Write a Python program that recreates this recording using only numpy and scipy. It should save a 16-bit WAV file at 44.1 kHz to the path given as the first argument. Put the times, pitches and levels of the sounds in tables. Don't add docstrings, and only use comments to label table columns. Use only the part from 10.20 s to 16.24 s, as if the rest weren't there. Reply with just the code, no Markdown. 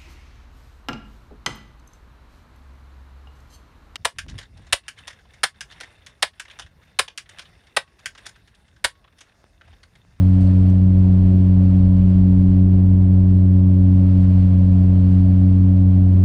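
import sys
import numpy as np
from scipy import signal
from scipy.fft import rfft, irfft, next_fast_len
from scipy.io import wavfile
from scipy.ndimage import uniform_filter1d

SR = 44100
rng = np.random.default_rng(int(sys.argv[2]) if len(sys.argv) > 2 else 0)


def unload_wav(signal):
    wavfile.write(
        sys.argv[1],
        SR,
        np.round(np.clip(np.atleast_2d(signal).T, -1, 1) * 32767).astype(np.int16),
    )


N = 266364


# time in seconds, blade passes per second.
BLADE_RATE = [(0, 92.57), (0.65, 92.73), (1, 92.54), (2.1, 92.48), (2.65, 92.88), (3.1, 92.57), (4, 92.51),
              (4.4, 91.88), (4.85, 91.98), (5.45, 92.83), (6.04, 92.15)]

def propellers():
    blade_hz = curve(BLADE_RATE)
    passes = 0.525 + np.cumsum(blade_hz) / SR
    hunting_hz = 0.38 * drift(0.4)
    return blade_hz, passes, passes + np.cumsum(hunting_hz) / SR


# time in seconds, relative level in dB.
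SECOND_PARTIAL = [(0.0, -18.7), (0.94, -17), (1.59, -16.5), (2.08, -15), (2.65, -18.0), (4.45, -18),
                  (4.61, -17.5), (5.8, -18.5), (6.0, -21)]
THIRD_PARTIAL = [(0.0, -29.5), (0.24, -26), (0.73, -30.5), (1.55, -26.5), (1.88, -30.5), (2.12, -25.5),
                 (2.33, -25), (2.65, -29), (3.47, -27.5), (3.71, -25), (4.29, -29), (5.47, -25.0),
                 (6.0, -29)]
FOURTH_PARTIAL = [(0.0, -51.5), (1.14, -37), (1.47, -47.5), (1.96, -41), (3.35, -40), (3.92, -46.0),
                  (4.33, -56.7), (4.65, -42.5), (5.59, -57), (6.0, -39)]

def blade_drone(passes, flutter_db):
    mean_hz = passes[-1] * SR / N
    rides = (SECOND_PARTIAL, THIRD_PARTIAL, FOURTH_PARTIAL)
    second, third, fourth = (curve(ride) + 0.2 for ride in rides)
    first = -12.5 - 0.47 * (second - second.mean())
    drone = np.zeros(N)
    for k, db in enumerate((first, second, third, fourth), 1):
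        gain = from_db(db + k * flutter_db * drift(27))
        drone += gain * tone(k * passes - cabin_lag(k * mean_hz))
    return drone


def cabin_lag(hz, mode_hz=216, width_hz=24):
    return np.arctan(width_hz / 2 / (mode_hz - hz)) / np.pi


# multiple of the shaft speed, relative level in dB.
SHAFT_TONES = [(1, -46.5), (2, -40), (3, -46.5), (6, -52), (11, -53), (20, -54), (24, -52.5), (32, -57),
               (40, -67.5), (44, -71), (56, -72.5)]

def shaft_hum(passes, waver_db, smear_cycles, blades=4):
    hum = np.zeros(N)
    for order, db in SHAFT_TONES:
        gain = from_db(db + waver_db * drift(0.83))
        hum += gain * tone(round(order) * passes / blades + smear_cycles * drift(6.6) + rng.random())
    return hum


# time in seconds, relative rumble level in dB.
ROUGHNESS = [(0, -31), (0.75, -29.5), (1, -25.5), (1.3, -31.5), (1.65, -24.5), (2.2, -25), (3.1, -30),
             (3.4, -37.4), (4.2, -30.5), (5.6, -32.5), (6.04, -36.5)]
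# pitch in Hz, width in Hz, gain in dB.
AIRFRAME_MODES = [(29.7, 3.3, -0.5), (45.4, 8.1, 0.5), (57.3, 18, -5.5)]

def wheels():
    rough_db = curve(ROUGHNESS)
    shaking = resonate(noise([(16, 0), (65, 0)]), AIRFRAME_MODES)
    envelope = uniform_filter1d(shaking ** 2, size=SR // 4) ** 0.5
    steady = shaking / envelope
    return from_db(rough_db - 1.2) * steady, rough_db - rough_db.mean()


# time in seconds, relative level in dB.
WASH_RIDE = [(0, -52.5), (0.25, -53), (0.65, -56), (1.4, -54.5), (1.9, -55.0), (2.45, -57.5), (3.55, -57.5),
             (3.95, -53.9), (5.45, -55.5), (5.75, -56.5), (6.04, -56.5)]

def wash_surge():
    wash_db = curve(WASH_RIDE)
    return wash_db - wash_db.mean()


# frequency in Hz, relative level in dB.
BOOM_EQ = [(25, -14.5), (60, -3.5), (110, 2), (150, -4.5), (195, -2), (240, -7), (330, -12.5), (430, -27),
           (600, -45)]
ROAR_EQ = [(250, -12), (370, 1.5), (440, -2), (550, 0), (650, 0.5), (730, -6.5), (820, -12), (940, -9.5),
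           (1100, -14.5), (1400, -24.5), (2500, -43)]
HISS_EQ = [(700, -10.5), (1200, 1.5), (1650, 1), (2100, -1), (2600, -1.5), (3250, -3.5), (3600, -7.5),
           (5000, -16.5), (7000, -28), (10000, -40)]
SEAL_EQ = [(2500, -20), (3800, -5.5), (4300, 2.5), (4700, -3), (5000, -3.5), (5450, -10.5), (6200, -11.5),
           (7000, -18), (9000, -13), (10200, -34.5), (13000, -29), (15000, -42)]
SIZZLE_EQ = [(4000, -14), (6000, -4.5), (7200, -5.5), (7900, -1), (9300, -3), (10100, -15), (10700, -11),
             (11400, -19.5), (12800, -15.5), (15000, -30.5)]

def prop_wash(passes, surge_db, bumps_db):
    gust = from_db(0.7 * drift(7.2))
    boom = from_db(-32.5) * noise(BOOM_EQ)
    roar = from_db(-43 + 0.5 * surge_db + 0.12 * bumps_db) * noise(ROAR_EQ)
    roar *= puffs(passes, lag=1.0, sharpness=1.3, depth=0.12)
    hiss = from_db(-56 + surge_db) * noise(HISS_EQ)
    hiss *= puffs(passes, lag=0.41, sharpness=0.6, depth=0.11)
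    seal = from_db(-66.5 + 1.25 * surge_db) * noise(SEAL_EQ)
    seal *= puffs(passes, lag=0.41, sharpness=3, depth=0.65)
    grain = from_db(1.1 * drift(120))
    sizzle = from_db(-73.1 + 1.3 * surge_db) * noise(SIZZLE_EQ) * grain
    sizzle *= puffs(passes, lag=0.73, sharpness=5.5, depth=1.0)
    return boom + roar + gust * (hiss + seal + sizzle)


def puffs(passes, lag, sharpness, depth):
    swell = np.exp(sharpness * (np.cos(2 * np.pi * (passes - lag)) - 1))
    return rms_one(1 + depth * swell)


# start in seconds, length in seconds, opening drive in dB.
BUZZ_CUES = [(0.208, 0.07, -45.5), (0.499, 0.005, -45.5), (4.914, 0.005, -53)]
# pitch in Hz, width in Hz, gain in dB.
TRIM_MODES = [(2700, 900, 2), (4470, 700, 4.5), (6100, 520, 1), (8000, 600, 1), (9000, 690, -3.5)]

def trim_buzz(blade_hz, chatter_s, uneven_db, fade_db_per_s):
    t, force = np.arange(N) / SR, np.zeros(N)
    for start, length, db in BUZZ_CUES:
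        for age in np.arange(0, length, 1 / blade_hz):
            touch = from_db(db - fade_db_per_s * age + uneven_db * rng.standard_normal())
            force += touch * (t >= start + age) * np.exp(-np.abs(t - start - age) / chatter_s)
    ringing = resonate(force * rng.standard_normal(N), TRIM_MODES)
    return signal.sosfilt(signal.butter(6, 9600, fs=SR, output="sos"), ringing)


# pitch in Hz, level in dB in an average wash, wander as a share of pitch.
COMPRESSOR_TONES = [(8495, -86.5, .0015), (8900, -91, .003)]

def turbine(surge_db, waver_db):
    whines = np.zeros(N)
    for hz, db, wander in COMPRESSOR_TONES:
        gain = from_db(db + waver_db * drift(4.3))
        pitch_hz = hz * (1 + wander * drift(25))
        whines += gain * tone(np.cumsum(pitch_hz) / SR)
    return from_db(-1.9 * surge_db) * whines


def from_db(db):
    return 10 ** (np.asarray(db) / 20)


def rms_one(x):
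    return x / np.sqrt(np.mean(x ** 2) + 1e-20)


def curve(rows):
    return np.interp(np.arange(N) / SR, *np.transpose(rows))


def tone(cycles):
    return np.sqrt(2) * np.cos(2 * np.pi * cycles)


def drift(rate_hz):
    hop, settle = 40, 2000
    pole = np.exp(-2 * np.pi * rate_hz * hop / SR)
    white = rng.standard_normal(N // hop + settle + 2)
    slow = signal.lfilter([1], [1, -2 * pole, pole * pole], white)[settle:]
    return np.interp(np.arange(N) / hop, np.arange(len(slow)), rms_one(slow))


def noise(eq):
    hz, db = np.transpose(eq)
    size = next_fast_len(N)
    bins_hz = np.maximum(np.arange(size // 2 + 1) * SR / size, 1)
    colour = from_db(np.interp(np.log(bins_hz), np.log(hz), db))
    skirts = np.minimum(1, np.minimum(bins_hz / hz[0], hz[-1] / bins_hz)) ** 3
    spectrum = rfft(rng.standard_normal(size)) * colour * skirts
    return rms_one(irfft(spectrum, size)[:N])


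def resonate(x, modes):
    ringing = np.zeros(N)
    for k, (hz, width, db) in enumerate(modes):
        radius = np.exp(-np.pi * width / SR)
        zeros = np.array([1, 0, -1]) * (1 - radius ** 2) / 2
        poles = [1, -2 * radius * np.cos(2 * np.pi * hz / SR), radius ** 2]
        ringing += (-1) ** k * from_db(db) * signal.lfilter(zeros, poles, x + 1e-18)
    return ringing


def scene():
    blade_hz, passes, far_passes = propellers()
    surge_db = wash_surge()
    drone = blade_drone(passes, flutter_db=0.3247)
    near_hum = from_db(0.43 * surge_db) * shaft_hum(passes, waver_db=1.5, smear_cycles=0.075)
    far_hum = from_db(-8) * shaft_hum(far_passes, waver_db=0.5, smear_cycles=0.2)
    rumble, bumps_db = wheels()
    wash = prop_wash(passes, surge_db, bumps_db)
    whine = turbine(surge_db, waver_db=3)
    buzz = trim_buzz(blade_hz.mean(), chatter_s=0.0038, uneven_db=0.8, fade_db_per_s=45)
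    return (drone + near_hum + far_hum + rumble + wash + buzz + whine)[None]


def record(dry):
    high_cut = signal.cheby2(12, 70, 15400, fs=SR, output="sos")
    lead_in = 2 * dry[:, :1] - dry[:, 500:0:-1]
    return signal.sosfilt(high_cut, np.hstack([lead_in, dry]))[:, -N:]


dry = scene()
out = record(dry)
unload_wav(out)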